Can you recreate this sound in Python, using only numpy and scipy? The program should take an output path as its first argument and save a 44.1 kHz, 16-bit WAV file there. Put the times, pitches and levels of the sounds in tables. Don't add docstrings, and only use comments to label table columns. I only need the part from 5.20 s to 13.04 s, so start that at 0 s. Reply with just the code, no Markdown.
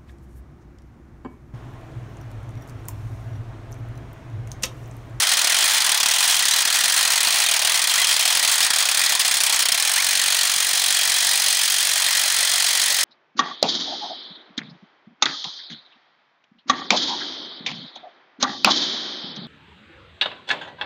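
import sys
import numpy as np
from scipy import signal
from scipy.io import wavfile
from scipy.ndimage import uniform_filter1d

SR = 44100
rng = np.random.default_rng(int(sys.argv[2]) if len(sys.argv) > 2 else 0)


def waveform_to_disk(signal):
    frames = np.transpose(np.atleast_2d(signal))
    scaled = np.clip(frames, -1, 1) * 32767
    samples = np.round(scaled).astype(np.int16)
    wavfile.write(sys.argv[1], SR, samples)


def field_ratio(decibels):
    return 10 ** (np.asarray(decibels, dtype=float) / 20)


N = 345744

LOCKED_S, TEETH_PER_S, LOCKED_COUNT = 4.6933, 46.545, 147

# frequency in Hz, level in dB per Hz.
STEEL_COLOUR = [(500, -12), (707, -7), (1410, -4.5), (1900, -3.5), (2780, -5), (3250, -3.5), (6490, -3.5),
                (7200, -3), (8710, -2), (9840, -4.5), (11500, -14.5), (13100, -14.5), (16500, -5.5)]
# centre in Hz, width in Hz, height in dB.
PLATE_RESONANCES = [(2070, 490, 1), (2476, 155, 4.1), (3200, 810, 5.2), (4166, 220, 6.4), (4760, 190, 4.6),
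                    (5160, 170, 4.2), (5630, 210, 3.2), (6300, 210, 3.7), (6540, 260, 3.3),
                    (8600, 200, 1.2), (8980, 150, 4.9), (9440, 150, 2.4), (9830, 220, 3.3),
                    (10720, 160, 2.9), (11060, 150, 4.8), (12000, 310, 4), (12900, 340, 3.4),
                    (14000, 310, 2.4), (16800, 160, 1.2)]
# frequency in Hz, time to fade by 60 dB in seconds.
RING_TIME = [(300, 0.037), (1000, 0.16), (2500, 0.12), (5000, 0.034), (9000, 0.036), (15000, 0.03)]
# frequency in Hz, time in seconds.
RATTLE_RISE_TIME = [(500, 0.002), (2000, 0.0031), (4000, 0.00044), (7000, 0.00039), (15000, 0.00037)]
# frequency in Hz, level in dB.
CONTACT_TICK = [(1000, 7.5), (3000, 9), (6000, -4.5), (9000, 26), (15000, 6)]

# time in seconds, level in dB.
ROAR_LEVEL = [(0.0, -18.5), (0.8, -23.5), (1.3, -20.5), (1.6, -21.5), (2.4, -24), (3.2, -21.5), (3.7, -22),
              (4.3, -20.5), (4.5, -26), (4.75, -20.5), (5.3, -20.5), (6.0, -18), (7.84, -19)]
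# frequency in Hz, level in dB per Hz.
ROAR_COLOUR = [(500, -2), (700, -4), (1440, -7.5), (1850, 2.5), (2770, -18), (3210, -0.4), (6460, -5.5),
               (8870, -6), (11700, -18), (16500, -33)]
# centre in Hz, width in Hz.
RAIL_RESONANCES = [(1920, 140), (3300, 810)]

# start in seconds, number of strikes,
# speeding up (-0.5 to 0.5), long-short limp (-0.4 to 0.4).
BOUNCING_RUNS = [(0.0, 4, -0.5, 0.35), (0.0898, 3, -0.45, 0.3), (0.1696, 3, -0.3, 0.05),
                 (0.2439, 10, 0.3, 0), (0.4555, 3, 0.45, 0), (0.5068, 11, -0.35, -0.2),
                 (0.7168, 5, 0, -0.05), (0.858, 7, 0.15, 0), (1.0257, 4, -0.5, 0.2), (1.096, 5, -0.5, 0),
                 (1.192, 7, 0.15, 0), (1.3844, 4, -0.45, 0.25), (1.4741, 4, 0.5, -0.05),
                 (1.556, 4, -0.5, -0.05), (1.6368, 6, 0, -0.1), (1.763, 7, -0.45, 0),
                 (1.9027, 6, -0.4, 0.15), (2.0294, 3, 0.45, -0.25), (2.0828, 5, 0.4, -0.05),
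                 (2.1681, 4, -0.15, -0.05), (2.2379, 8, -0.1, 0), (2.4474, 4, 0, 0.05),
                 (2.5412, 6, -0.4, -0.1), (2.6714, 7, 0.05, 0.1), (2.8156, 6, 0.45, -0.05),
                 (2.9393, 4, 0.5, -0.2), (3.0246, 7, 0.1, 0.05), (3.1932, 5, 0.2, 0.2),
                 (3.314, 4, -0.45, -0.15), (3.3788, 4, 0.25, 0)]
# start in seconds, number of strikes,
# speeding up, limp.
LEAPING_RUNS = [(3.4643, 2, 0, 0.1), (3.534, 4, 0.25, -0.05), (3.6238, 5, 0.1, -0.1), (3.7724, 4, -0.1, 0),
                (3.8597, 3, 0.05, 0.05), (3.9502, 2, 0, 0.4), (4.0119, 5, 0.1, 0.05), (4.168, 3, 0.15, 0),
                (4.2628, 2, 0, 0.05), (4.3242, 2, 0, 0), (4.3606, 3, 0.1, 0.35), (4.4229, 2, 0, 0),
                (4.4853, 5, 0.1, 0.15), (4.623, 3, 0.2, 0)]
# time in seconds, rebound level in dB.
REBOUND_LEVEL = [(0.0, -19), (0.9, -21), (1.25, -15.5), (1.42, -25), (2.4, -19.5), (3.1, -19), (3.9, -18),
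                 (4.1, -16), (4.45, -24.5)]

# start in seconds, length in seconds, from Hz, to Hz, level in dB.
THIN_SQUEAKS = [(2.222, .04, 1750, 1920, -30), (2.247, .019, 3760, 3650, -26),
                (2.28, .022, 3750, 2950, -26), (2.777, .014, 1750, 2020, -28),
                (2.79, .04, 2060, 1960, -28.5), (2.798, .034, 3340, 3220, -26.5),
                (5.945, .04, 3100, 3420, -28), (4.092, .017, 7300, 9000, -28),
                (4.178, .012, 8000, 9200, -28), (4.211, .015, 9700, 9900, -28),
                (4.256, .03, 8500, 8300, -29)]
# start in seconds, length in seconds, from Hz, to Hz, level in dB.
REEDY_SQUEAKS = [
    (1.306, .038, 1780, 2070, -26),
    (3.41, .038, 1330, 1920, -26.5),
]
# start in seconds, length in
# seconds, from Hz, to Hz, level in dB.
BRIGHTER_SQUEAK = [
    (2.83, .027, 3220, 2600, -26),
]
# start in seconds, length in seconds, from Hz, to Hz, level in dB.
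STRAIGHT_SQUEAK = [
    (4.759, .057, 740, 1190, -25.5),
]

# time in seconds, facing (1 car, -1 open air),
# leaning over the rail (0 to 1).
MIC_FACING = [
    (0.0, 1, 0),
    (0.7, 1, 0.21),
    (1.3, 0.27, 0.73),
    (2.8, 0.77, 0.94),
    (4.3, 0.15, 0.26),
    (5.2, -0.36, 0.28),
    (6.4, -1, 0),
    (7.1, -0.77, 0.55),
    (7.84, -0.79, 1),
]


def evened(x):
    return x / np.sqrt(np.mean(x ** 2) + 1e-20)


def read(points, hz):
    f, value = np.transpose(points)
    return np.interp(np.log(hz + 1), np.log(f + 1), value)


def bump(hz, centre_hz, width_hz):
    return 1 / (1 + (2 * (hz - centre_hz) / width_hz) ** 2)


def rings_db(hz):
    return sum(db * bump(hz, f, width) for f, width, db in PLATE_RESONANCES)


def coloured(x, gain_db):
    hz = np.abs(np.fft.fftfreq(4096, 1 / SR))
    log_gain = np.log(field_ratio(np.maximum(gain_db(hz), -100)))
    taps = np.fft.ifft(np.exp(np.conj(signal.hilbert(log_gain)))).real[:2048]
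    return signal.oaconvolve(x, taps / np.linalg.norm(taps))[:N]


def roar():
    frames, hz = N // 128 + 5, np.fft.rfftfreq(512, 1 / SR)
    a, b, patches = rng.standard_normal((frames, 257, 3)).T
    patches = evened(uniform_filter1d(uniform_filter1d(patches, 5, 0), 12, 1))
    flutter = evened(uniform_filter1d(rng.standard_normal(frames), 4))
    colour_db = (read(ROAR_COLOUR, hz) + rings_db(hz))[:, None]
    z = (a + 1j * b) * field_ratio(colour_db + 1.3 * patches + 1.65 * flutter)
    wash = evened(signal.istft(z, nperseg=512, noverlap=384)[1][:N])
    level_db = np.interp(np.arange(N) / SR, *np.transpose(ROAR_LEVEL)) - 4.5
    return wash * field_ratio(level_db)


def squeaks():
    out = np.zeros(N)
    # squeaks, levels of tones 1-3 in dB, how much the glide flattens near its top
    kinds = [(THIN_SQUEAKS, (2, -15, -20), 1.7), (REEDY_SQUEAKS, (-11, 3, 0.5), 1.7),
             (BRIGHTER_SQUEAK, (2, -2, -20), 1.7), (STRAIGHT_SQUEAK, (-7.5, 2, -4), 1.25)]
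    ends_db = -2.5
    for rows, tones_db, bow in kinds:
        for start, length, from_hz, to_hz, db in rows:
            u = np.linspace(0, 1, round(length * SR))
            off_top = u if from_hz > to_hz else 1 - u
            hz = max(from_hz, to_hz) - abs(from_hz - to_hz) * off_top ** bow
            turn = 2 * np.pi * np.cumsum(hz) / SR
            tone = sum(field_ratio(d) * np.sin((k + 1) * turn) for k, d in enumerate(tones_db))
            swell = field_ratio(db + ends_db * (2 * u - 1) ** 2) * signal.windows.tukey(len(u), .3)
            out[round(start * SR):][:len(u)] += np.sqrt(2) * tone * swell
    return out


def loose_strike_times():
    rows = BOUNCING_RUNS + LEAPING_RUNS
    ends = [row[0] for row in rows[1:]] + [LOCKED_S]
    out = []
    for (start, count, bend, limp), end in zip(rows, ends):
        k = np.arange(count)
        u = (k + limp * (k % 2)) / count
        out.append(start + (end - start) * (u + bend * u * (1 - u)))
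    return np.concatenate(out)


def locked_strikes():
    late, hard = rng.standard_normal((LOCKED_COUNT, 2)).T
    s = LOCKED_S + np.arange(LOCKED_COUNT) / TEETH_PER_S + 0.00047 * late
    sway_s, sway_top_s = 1.23, 6.05
    sway_db = 0.3 * np.cos(2 * np.pi * (s - sway_top_s) / sway_s)
    return s, -10 + sway_db + 0.15 * hard


def strikes():
    locked_s, locked_db = locked_strikes()
    s = loose_strike_times()
    gap = np.diff(s, prepend=-1 / TEETH_PER_S)
    hard, soft, when = rng.standard_normal((len(s), 3)).T
    doublings = np.log2(gap * TEETH_PER_S)
    db = -9 + 2 * doublings + 0.5 * hard
    rebound_db = np.interp(s, *np.transpose(REBOUND_LEVEL)) + 4.5 * np.tanh(soft)
    rebound_s = np.abs(s - gap * (.55 + .13 * np.tanh(when)))
    s, db = np.r_[s, rebound_s, locked_s], np.r_[db, rebound_db, locked_db]
    lead_s = .0052 - .006 * np.r_[doublings, doublings, 0 * locked_s].clip(0)
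    late, weak = rng.random((len(s), 2)).T
    graze_s = np.abs(s - lead_s + .009 * late)
    graze_db = db - 3.5 - 8.5 * weak
    return np.r_[s, graze_s], field_ratio(np.r_[db, graze_db])


def steel_body(count):
    hz, t, z = signal.stft(rng.standard_normal((count, 6000)), SR, nperseg=64)
    fade_db = -60 * t / read(RING_TIME, hz)[:, None]
    body = signal.istft(z * field_ratio(fade_db), SR, nperseg=64)[1]
    return body / np.linalg.norm(body, axis=1, keepdims=True)


def ringing(s, blow, spots):
    t = np.arange(800) / SR
    bounce = (1 - np.exp(-t / 0.00051)) * (3.7 * np.exp(-t / 0.0011) + 1 / (1 + (t / 0.0047) ** 4))
    scrape = rng.standard_normal(N)
    out = np.zeros(N)
    for k, body in enumerate(steel_body(count=spots)):
        at = np.round((s[k::spots] + 0.00068) * SR).astype(int)
        blows = np.bincount(at, blow[k::spots], N)[:N]
        push = signal.oaconvolve(blows, bounce)[:N] * scrape
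        out += signal.oaconvolve(push, body)[:N]
    return out


def rattle(s, blow):
    frames, hz = N // 16 + 5, np.fft.rfftfreq(64, 1 / SR)
    t = np.arange(200) * 16 / SR
    build = 1 - np.exp(-t / read(RATTLE_RISE_TIME, hz)[:, None])
    hold_s = .004
    decay = field_ratio(-120 * np.maximum(t - hold_s, 0) / (1.75 * read(RING_TIME, hz)[:, None]))
    tick = field_ratio(2 * read(CONTACT_TICK, hz))[:, None] * np.exp(-t / 0.0029)
    at = np.round((s + 0.00097) * SR / 16).astype(int)
    blows = np.bincount(at, blow ** 2, frames)[None, :frames]
    power = np.abs(signal.oaconvolve(blows, build ** 2 * decay + tick, axes=1)[:, :frames])
    power /= power.mean(1, keepdims=True)
    a, b, grain = rng.standard_normal((frames, 33, 3)).T
    grain = evened(uniform_filter1d(uniform_filter1d(grain, 2, 0), 14, 1))
    power *= field_ratio(2 * 1.5 * grain)
    return signal.istft((a + 1j * b) * np.sqrt(power), nperseg=64, noverlap=48)[1][:N]


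def pawl(spots):
    s, blow = strikes()
    steel = field_ratio(-7.5) * evened(ringing(s, blow, spots)) + field_ratio(-1.0) * evened(rattle(s, blow))
    return field_ratio(-17.5) * evened(coloured(steel, lambda hz: read(STEEL_COLOUR, hz) + rings_db(hz)))


def turned(x):
    hz, t, z = signal.stft(x, SR, nperseg=512)
    hz = hz[:, None]
    lower, upper = [bump(hz, *row) for row in RAIL_RESONANCES]
    car_db = 2.5 / (1 + (hz / 1550) ** 6) - 0.8 / (1 + (10500 / (hz + 1)) ** 8)
    car_db += -1.3 * lower + 1.2 * upper
    rail_db = 3 * lower - .6 * upper
    s, facing, rail = np.transpose(MIC_FACING)
    drift = uniform_filter1d(uniform_filter1d(rng.standard_normal(z.T.shape), 70, 0), 4, 1).T
    gain_db = car_db * np.interp(t, s, facing) + rail_db * np.interp(t, s, rail) + .7 * evened(drift)
    return signal.istft(z * field_ratio(gain_db), SR, nperseg=512)[1][:N]


def scene():
    return (turned(pawl(spots=8) + roar()) + squeaks())[None]


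def top_cut(x):
    return signal.sosfilt(signal.butter(12, 16820, fs=SR, output="sos"), x)


def record(dry):
    cut = signal.sosfilt(signal.butter(7, 650 / (SR / 2), "high", output="sos"), dry)
    leak = signal.lfilter(*signal.butter(1, 250 / (SR / 2), "high"), dry)
    cut = 0.84 * cut + 0.13 * leak
    knee = 3.5
    limited = cut / (1 + np.abs(cut / .5) ** knee) ** (1 / knee)
    spill = signal.lfilter(*signal.butter(2, 650 / (SR / 2)), limited - cut + 0.19 * limited ** 2)
    spill -= signal.lfilter(*signal.butter(1, 300 / (SR / 2)), spill)
    spill = signal.lfilter(*signal.butter(1, 25 / (SR / 2), "high"), spill)
    edge = signal.firwin(801, 15800, window=("kaiser", 9), fs=SR)[None]
    mix = signal.oaconvolve(limited + .9 * spill, edge, "same")
    return top_cut(mix)


dry = scene()
out = record(dry)
waveform_to_disk(out)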